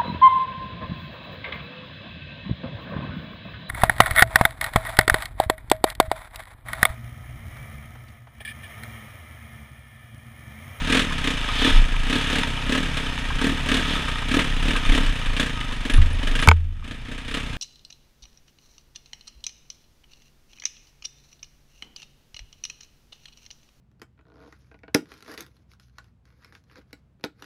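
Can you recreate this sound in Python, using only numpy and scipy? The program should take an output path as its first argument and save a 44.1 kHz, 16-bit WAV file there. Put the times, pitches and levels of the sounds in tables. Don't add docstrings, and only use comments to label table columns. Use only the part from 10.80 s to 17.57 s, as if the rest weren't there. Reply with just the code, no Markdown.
import sys
import numpy as np
from scipy import signal
from scipy.fft import rfft, irfft, next_fast_len
from scipy.io import wavfile
from scipy.ndimage import uniform_filter1d, map_coordinates

SR = 44100
rng = np.random.default_rng(int(sys.argv[2]) if len(sys.argv) > 2 else 0)


def wav_record(signal):
    frames = np.transpose(np.atleast_2d(signal))
    bounded = np.clip(frames, -1, 1)
    quanta = np.round(bounded * 32767).astype(np.int16)
    wavfile.write(sys.argv[1], SR, quanta)


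N = 298557


def amp(db):
    return 10 ** (np.asarray(db) / 20)


def unit(x):
    return x / np.sqrt(np.mean(x ** 2, axis=-1, keepdims=True) + 1e-20)


def clock(length):
    return np.arange(round(length * SR)) / SR


def curves(rows, times):
    s, *cols = np.transpose(rows)
    return [np.interp(times, s, c) for c in cols]


def wobble(rate):
    return map_coordinates(rng.standard_normal(int(N * rate / SR) + 4), [np.arange(N) * rate / SR])


def colour(points):
    hz, db = np.transpose(points)
    return lambda f: amp(np.interp(np.log(f + 1), np.log(hz), db))


def resonator(peaks):
    return lambda f: sum((-1) ** k * amp(db) * 1j * f * w / (c * c - f * f + 1j * f * w) for k, (c, w, db) in enumerate(peaks))


def filtered(x, response):
    size = next_fast_len(N + SR // 2)
    gain = response(np.fft.rfftfreq(size, 1 / SR))
    return irfft(rfft(x, size) * gain / np.sqrt(np.mean(abs(gain) ** 2)), size)[:N]


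def placed(times, sounds):
    index = np.round(np.abs(times) * SR).astype(int)[:, None] + np.arange(sounds.shape[1])
    return np.bincount(index.ravel(), sounds.ravel(), N)[:N]


def ring(modes, t):
    return sum((-1) ** k * amp(db - 60 * t / t60) * np.sin(2 * np.pi * hz * t) for k, (hz, db, t60) in enumerate(modes))


def gas_bursts(times, levels_db, rise, life, tail_db, tail_life, scatter_db):
    t = clock(.04)
    shape = (1 - np.exp(-t / rise)) ** 2 * (np.exp(-t / life) + amp(tail_db) * np.exp(-t / tail_life))
    sizes = amp(levels_db + scatter_db * rng.standard_normal(len(times)))
    return placed(times, sizes[:, None] * unit(shape * rng.standard_normal((len(times), len(t)))))


def envelope(t, full, end, rise, fall):
    attack = np.clip((t - full) / rise + 1, 0, 1)
    decay = np.exp(-np.maximum(t - end, 0) / fall)
    return attack * decay


# (time [s], relative level [dB])
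BREEZE = [(0, -30), (4.7, -29), (5.0, -29.5), (5.9, -28), (6.12, -39.5), (6.77, -32)]
# (time [s], held [s], relative level [dB])
GUSTS = [(0.78, 0.022, -24), (0.94, 0.067, -10.5), (1.14, 0.1, -20), (2.52, 0.02, -23), (3.72, 0.24, -23.5),
         (4.1, 0.022, -12.5), (4.22, 0.08, -20), (4.48, 0.015, -19.5), (5.171, 0.053, -10),
         (5.39, 0.19, -21)]
GUST_RISE_S, GUST_FALL_S = 0.055, 0.045


def buffeting(t):
    power = amp(curves(BREEZE, t)[0]) ** 2
    for s, held, db in GUSTS:
        gust = amp(db) * envelope(t, s, s + held, GUST_RISE_S, GUST_FALL_S)
        power = power + gust ** 2
    return 10 * np.log10(power)


# (frequency [Hz], relative level [dB])
FLUTTER_SPECTRUM = [(10, -20), (20, -9.5), (27, 8.5), (34, -0.5), (44, -29), (70, -24), (120, -40),
                    (300, -50), (1000, -103)]


def wind(t, rush_db=-41):
    buffet_db = buffeting(t)
    flutter = filtered(rng.standard_normal(N), colour(FLUTTER_SPECTRUM))
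    swell = np.sqrt(abs(uniform_filter1d(flutter ** 2, size=SR // 10)))
    rush_spectrum = colour([(25, -19), (55, -12.0), (95, -11), (170, -20.5), (400, -44), (1000, -70)])
    rush = filtered(rng.standard_normal(N), rush_spectrum)
    rush_gain = amp(rush_db + 0.32 * (buffet_db + 34))
    return amp(buffet_db + 1.5) * flutter / swell + rush_gain * rush


# (time [s], gain [dB])
DIP = [(5.67, -0.5), (5.75, -15), (5.85, -20.5), (6.02, -20), (6.045, -12.5), (6.4, -8.5), (6.62, -3)]


def dip_db(t):
    return curves(DIP, t)[0]


def tyres(t, level_db=-49):
    spectrum = colour([(100, -12), (300, -3), (600, 0), (900, -5), (2000, -24), (6000, -50)])
    scrub = filtered(rng.standard_normal(N), spectrum)
    return amp(level_db + dip_db(t) + 1.5 * wobble(14)) * scrub


# (time [s], relative peak level [dB])
SLAPS = [(0.307, -22), (0.687, -19), (1.139, -22.5), (2.503, -18), (3.279, -21.5), (3.421, -23),
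         (3.951, -16), (4.178, -21), (4.912, -31), (5.178, -24.5), (6.023, -37)]
# (frequency [Hz], relative level [dB], 60 dB decay time [s])
GUIDE_MODES = [(840, 5.5, 0.014), (1054, 10.5, 0.043), (1237, 7, 0.062), (1290, 1, 0.034), (1600, 4, 0.064),
               (2470, -3, 0.06)]


def chain():
    t = clock(.06)
    links = amp(-60 * t / 0.032) * rng.standard_normal((len(SLAPS), len(t)))
    hits = signal.fftconvolve(links, ring(GUIDE_MODES, t)[None], axes=1)
    hits = hits / abs(hits).max(axis=1, keepdims=True)
    times, db = np.transpose(SLAPS)
    return placed(times, amp(db - 1.0)[:, None] * hits)


# (time [s], relative level [dB])
MOAN = [(4.75, -75), (4.78, -42), (4.85, -38), (4.89, -55), (4.92, -42), (4.95, -45), (4.98, -80)]


def moan(t, hz=1250):
    level_db, = curves(MOAN, t)
    tone = unit(np.sin(2 * np.pi * hz * t + 1.0 * wobble(110)))
    return amp(level_db + 3.1 * wobble(60)) * tone


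# (time [s], peak level of the envelope [dB])
SQUEAKS = [(5.12, -39), (5.137, -30.5), (5.155, -37), (5.171, -35), (5.33, -39), (5.6, -40), (5.616, -33),
           (5.64, -38)]


def brake(hz=9850, life=0.0021):
    t = clock(.04)
    times, db = np.transpose(SQUEAKS)
    pitch = hz * (1 + 0.0044 * rng.standard_normal((len(times), 1)))
    swell = t / life * np.exp(1 - t / life)
    return placed(times, amp(db)[:, None] * swell * np.sin(2 * np.pi * pitch * t))


# (time [s], ring level [dB], thud level [dB])
JOLTS = [(5.184, -13, -12), (5.678, -8, -5.5)]


def mount(hz=81.4):
    t = clock(.9)
    hum = ring([(hz, 0, .68), (185, -21, .25)], t)
    thud = ring([(hz, 0, .15), (150, -8, .07)], t)
    hits = [amp(ring_db) * hum + amp(thud_db) * thud for _, ring_db, thud_db in JOLTS]
    return placed(np.array(JOLTS)[:, 0], np.array(hits))


# (time [s], gain [dB], extra gain of modes above 2 kHz [dB], crack level [dB])
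KNOCKS = [(5.6742, 0.5, -13, -11), (5.6867, 3.5, 4, -4), (5.7137, 0, -5.5, -28)]
# (frequency [Hz], relative level [dB], 60 dB decay time [s])
CAMERA_CASE_MODES = [(446, -19.5, 0.056), (645, -12.5, 0.014), (906, -5, 0.024), (1035, -2.5, 0.012),
                     (1290, -5, 0.018), (1507, -10, 0.028), (2245, -0.5, 0.016), (2610, -8.5, 0.013),
                     (3150, -8.5, 0.011), (5080, -31, 0.035), (6470, -30, 0.024), (7200, -25.5, 0.024)]


def knocks():
    t = clock(.08)
    lowpass = signal.butter(2, 6000, fs=SR)
    hits = []
    for _, db, upper_db, crack_db in KNOCKS:
        modes = [(hz, level + upper_db * (hz > 2000), t60) for hz, level, t60 in CAMERA_CASE_MODES]
        crack = amp(crack_db - 60 * t / 0.011) * rng.standard_normal(len(t))
        hits.append(amp(db) * (ring(modes, t) + signal.lfilter(*lowpass, crack)))
    return placed(np.array(KNOCKS)[:, 0], np.array(hits))


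# (time [s], held [s], rate reached [firings/s],
# coasting time constant [s], airbox honk level [dB], bark level [dB]), levels relative
BLIPS = [(0.099, 0.065, 44.0, 0.32, -21.0, -16.0), (0.442, 0.068, 30.9, 0.25, -25.5, -24.0),
         (0.818, 0.058, 39.3, 0.22, -21.5, -23.0), (1.298, 0.059, 38.3, 0.16, -23.0, -24.0),
         (1.5, 0.074, 35.9, 0.36, -26.0, -25.0), (1.894, 0.078, 38.9, 0.54, -24.0, -22.5),
         (2.171, 0.074, 32.9, 0.58, -33.5, -34.5), (2.614, 0.06, 40.6, 0.29, -21.5, -22.5),
         (2.888, 0.07, 37.5, 0.31, -21.0, -18.5), (3.078, 0.071, 35.9, 0.34, -30.0, -34.5),
         (3.514, 0.064, 41.1, 0.23, -22.0, -20.5), (3.854, 0.051, 40.0, 0.12, -26.5, -25.5),
         (4.091, 0.092, 36.5, 0.3, -24.0, -21.0), (4.598, 0.012, 32.7, 0.23, -24.5, -23.0),
         (5.052, 0.02, 21.2, 0.35, -28.0, -36.0), (5.098, 0.022, 26.8, 0.12, -25.0, -19.0),
         (5.388, 0.17, 25.3, 0.3, -30.0, -27.5), (5.591, 0.037, 31.3, 0.19, -28.0, -24.0),
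         (6.043, 0.07, 31.7, 0.14, -31.0, -28.5), (6.284, 0.034, 32.1, 0.21, -28.0, -26.0),
         (6.512, 0.049, 34.9, 0.28, -27.0, -23.5)]
START_RATE, IDLE_RATE = 33.68, 21.76
RUN_UP_S = 0.0925


def revs(t):
    def coast(now, since, rate, slowness):
        return IDLE_RATE + (rate - IDLE_RATE) * np.exp(-np.maximum(now - since, 0) / slowness)

    last = (0, START_RATE, np.inf)
    rate = coast(t, *last)
    for s, held, reached, slowness, _, _ in BLIPS:
        begin, end = max(s - RUN_UP_S, last[0]), s + held
        climb = np.interp(t, [begin, end], [coast(begin, *last), reached])
        last = (end, reached, slowness)
        rate = np.where(t < begin, rate, np.where(t < end, climb, coast(t, *last)))
    return rate


def crank(t):
    cycles = np.cumsum(revs(t)) / SR
    starts = np.array(BLIPS)[:, 0]
    turned = np.interp(starts, t, cycles)
    whole = np.cumsum(np.round(np.diff(turned, prepend=0)))
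    cycles = cycles + np.interp(t, starts, whole + .5 - turned)
    return cycles - np.round(cycles[0])


# (time [s], level [dB])
PULL = [(0, -32), (0.55, -33), (0.8, -26), (0.98, -27), (1.05, -35.5), (1.25, -33), (1.4, -28.5),
        (1.75, -32.5), (2.55, -33), (2.85, -32), (3.1, -29), (3.45, -34), (4.15, -31), (4.5, -35),
        (5.35, -38), (5.6, -35.5)]
OPEN_S, WIDE_SHARE, CLOSE_S = 0.053, 0.19, 0.044
BUILD_S, BARK_PEAK_SHARE = 0.085, 0.5
CRUISE_RATE, PUFF_DB, HONK_DB, BARK_DB = 34.8, -34.5, -37, -35.5
PUFF_DB_PER_RATE, HONK_DB_PER_RATE, BARK_DB_PER_RATE = 0.26, 0.4, 0.16
WHIRR_OPEN_DB, PUFF_OPEN_DB = 2, -0.9


def load(times):
    t = np.arange(0, N, SR // 1000) / SR
    faster = revs(t) - CRUISE_RATE
    shut_honk = HONK_DB + HONK_DB_PER_RATE * faster
    shut_bark = BARK_DB + BARK_DB_PER_RATE * faster
    s, held, _, _, honk_db, bark_db = np.array(BLIPS).T[:, :, None]
    opening = envelope(t, s + WIDE_SHARE * held, s + held, OPEN_S, CLOSE_S)
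    building = envelope(t, s + BARK_PEAK_SHARE * held, s + held, BUILD_S, CLOSE_S)
    throttle = opening.max(axis=0)
    puff = PUFF_DB + PUFF_DB_PER_RATE * faster + PUFF_OPEN_DB * throttle
    honk = shut_honk + (opening * (honk_db - shut_honk)).max(axis=0)
    rasp = shut_bark + (building * (bark_db - shut_bark)).max(axis=0)
    whirr = curves(PULL, t)[0] + WHIRR_OPEN_DB * throttle
    dip = dip_db(t)
    return [np.interp(times, t, db + dip) for db in (puff, honk, rasp, whirr)]


def sprocket(t, hz=3400, width_hz=750):
    whirr_db = load(t)[3]
    sizzle = filtered(rng.standard_normal(N), lambda f: resonator([(hz, width_hz, 0)])(f) ** 2)
    tension_db = 1.9 * (np.minimum(whirr_db, -26) + 31.5)
    return amp(whirr_db - 12 + tension_db) * sizzle


# (frequency [Hz], relative power density [dB per Hz])
WHIRR_SPECTRUM = [(210, -53), (350, -11), (445, -11.5), (719, -5), (899, -8), (1260, -5.5), (1410, -4),
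                  (1570, -3), (2130, -9), (2310, 1), (3500, -8.5), (4820, -15), (9590, -25.5), (14800, -40),
                  (16000, -59)]


def gears(t, cycles):
    whirr_db = load(t)[3]
    uneven_db = 1.1 * wobble(130) + 1.2 * np.sin(4 * np.pi * cycles)
    mesh = amp(whirr_db + uneven_db) * rng.standard_normal(N)
    return amp(-4.5) * filtered(mesh, colour(WHIRR_SPECTRUM))


# (frequency [Hz], width [Hz], relative level [dB])
CASE_RESONANCES = [(928, 58, -6.5), (1265, 55, -1.5), (1830, 220, -3), (2370, 250, -5), (2980, 244, -1),
                   (3596, 215, -2), (5210, 45, -7), (6310, 130, -11.5), (9500, 1900, -22)]


def valve_gear(t, cycles):
    ticks = np.interp(np.arange(.2, cycles[-1], .5), cycles, t)
    tick_db = load(ticks)[3] - 13
    clatter = gas_bursts(ticks, tick_db, rise=0.00022, life=0.0024,
                         tail_db=1, tail_life=0.0027, scatter_db=5.0)
    clatter += amp(load(t)[3] - 4.0) * rng.standard_normal(N)
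    damping = colour([(300, -4), (900, 3.0), (3700, -4), (4500, -4),
                      (10000, -7.5), (12000, -28), (16000, -26)])
    return filtered(clatter, lambda f: resonator(CASE_RESONANCES)(f) * damping(f))


def throb(t, cycles):
    puff_db = load(t)[0]
    turn = 2 * np.pi * cycles
    at_firing_rate = amp(-4.0) * np.cos(turn)
    at_crank_speed = amp(3.5 + 0.93 * wobble(18)) * np.sin(2 * turn)
    return amp(puff_db) * (at_firing_rate + at_crank_speed)


# (frequency [Hz], relative power density [dB per Hz])
BARK_SPECTRUM = [(260, -39), (450, -5), (806, -16.5), (1260, -2.5), (1440, -10), (1630, 2), (2130, -5.5),
                 (2470, -2), (3490, -4), (4840, -18), (9630, -22), (11500, -37), (14200, -37), (15300, -62),
                 (16000, -71)]


def bark(firings):
    bark_db = load(firings)[2]
    hard = np.clip((bark_db + 32) / 18, .12, .65)
    rasp_db = bark_db - 1.5 + 10 * np.log10(1 - hard)
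    crack_db = bark_db - 8 + 10 * np.log10(hard)
    rasp = gas_bursts(firings - .0015, rasp_db, rise=0.00059, life=0.017,
                      tail_db=-13, tail_life=0.019, scatter_db=2.5)
    crack = gas_bursts(firings + 0.001401, crack_db, rise=0.00075, life=0.00089,
                       tail_db=-14.0, tail_life=0.0079, scatter_db=1.5)
    return filtered(rasp + crack, colour(BARK_SPECTRUM))


def swings(times, levels_db, hz, life, unsteady):
    t = clock(.04)
    chance = rng.standard_normal((len(times), 2))
    pitch = hz * (1 + unsteady * chance[:, 0])
    swell = (t / life) ** 2 * np.exp(-t / life)
    waves = swell * np.sin(2 * np.pi * pitch[:, None] * t)
    return placed(times, amp(levels_db + chance[:, 1])[:, None] * unit(waves))


def throttle_share(honk_db):
    return np.clip((honk_db + 41.5) / 17, 0, 1)


# (frequency [Hz], relative level [dB])
GROWL_SPECTRUM = [(150, -3), (300, 2), (440, -9.5), (600, -4.5), (800, -15.5), (1500, -40.5)]


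def airbox(firings):
    honk_db = load(firings)[1]
    throttle = throttle_share(honk_db)
    times = firings - .001
    unsteady = .015
    pop = swings(times, honk_db - 0.5 - 12 * throttle, hz=239.1, life=0.0036, unsteady=2 * unsteady)
    honk = swings(times, honk_db - 13 + 8.9 * throttle, hz=260.9, life=0.0041, unsteady=unsteady)
    overtone = swings(times, honk_db - 14.5, hz=448.7, life=0.0042, unsteady=unsteady)
    growl = gas_bursts(times, honk_db - 10.0, rise=0.0017, life=0.022,
                       tail_db=-12, tail_life=0.017, scatter_db=2.5)
    return pop + honk + overtone + filtered(growl, colour(GROWL_SPECTRUM))


def exhaust(firings):
    puff_db, honk_db, _, _ = load(firings)
    puff_hz = np.minimum(40 + revs(firings) * (2.69 + 2.0 * throttle_share(honk_db)), 175)
    return swings(firings - .002, puff_db - .5, puff_hz, life=.0028, unsteady=.05)


def scene():
    t = np.arange(N) / SR
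    cycles = crank(t)
    firings = np.interp(np.arange(.5, cycles[-1]), cycles, t)
    surroundings = wind(t) + tyres(t)
    contacts = chain() + moan(t) + brake() + mount() + knocks()
    machinery = sprocket(t) + gears(t, cycles) + valve_gear(t, cycles)
    gas = throb(t, cycles) + bark(firings) + airbox(firings) + exhaust(firings)
    return (surroundings + contacts + machinery + gas)[None]


TOP_HZ = 15400


def record(dry):
    clipped = dry / (1 + abs(dry) ** 8) ** (1 / 8)
    passband = np.fft.rfftfreq(N, 1 / SR) < TOP_HZ
    return irfft(rfft(clipped) * passband, N)


dry = scene()
out = record(dry)
wav_record(out)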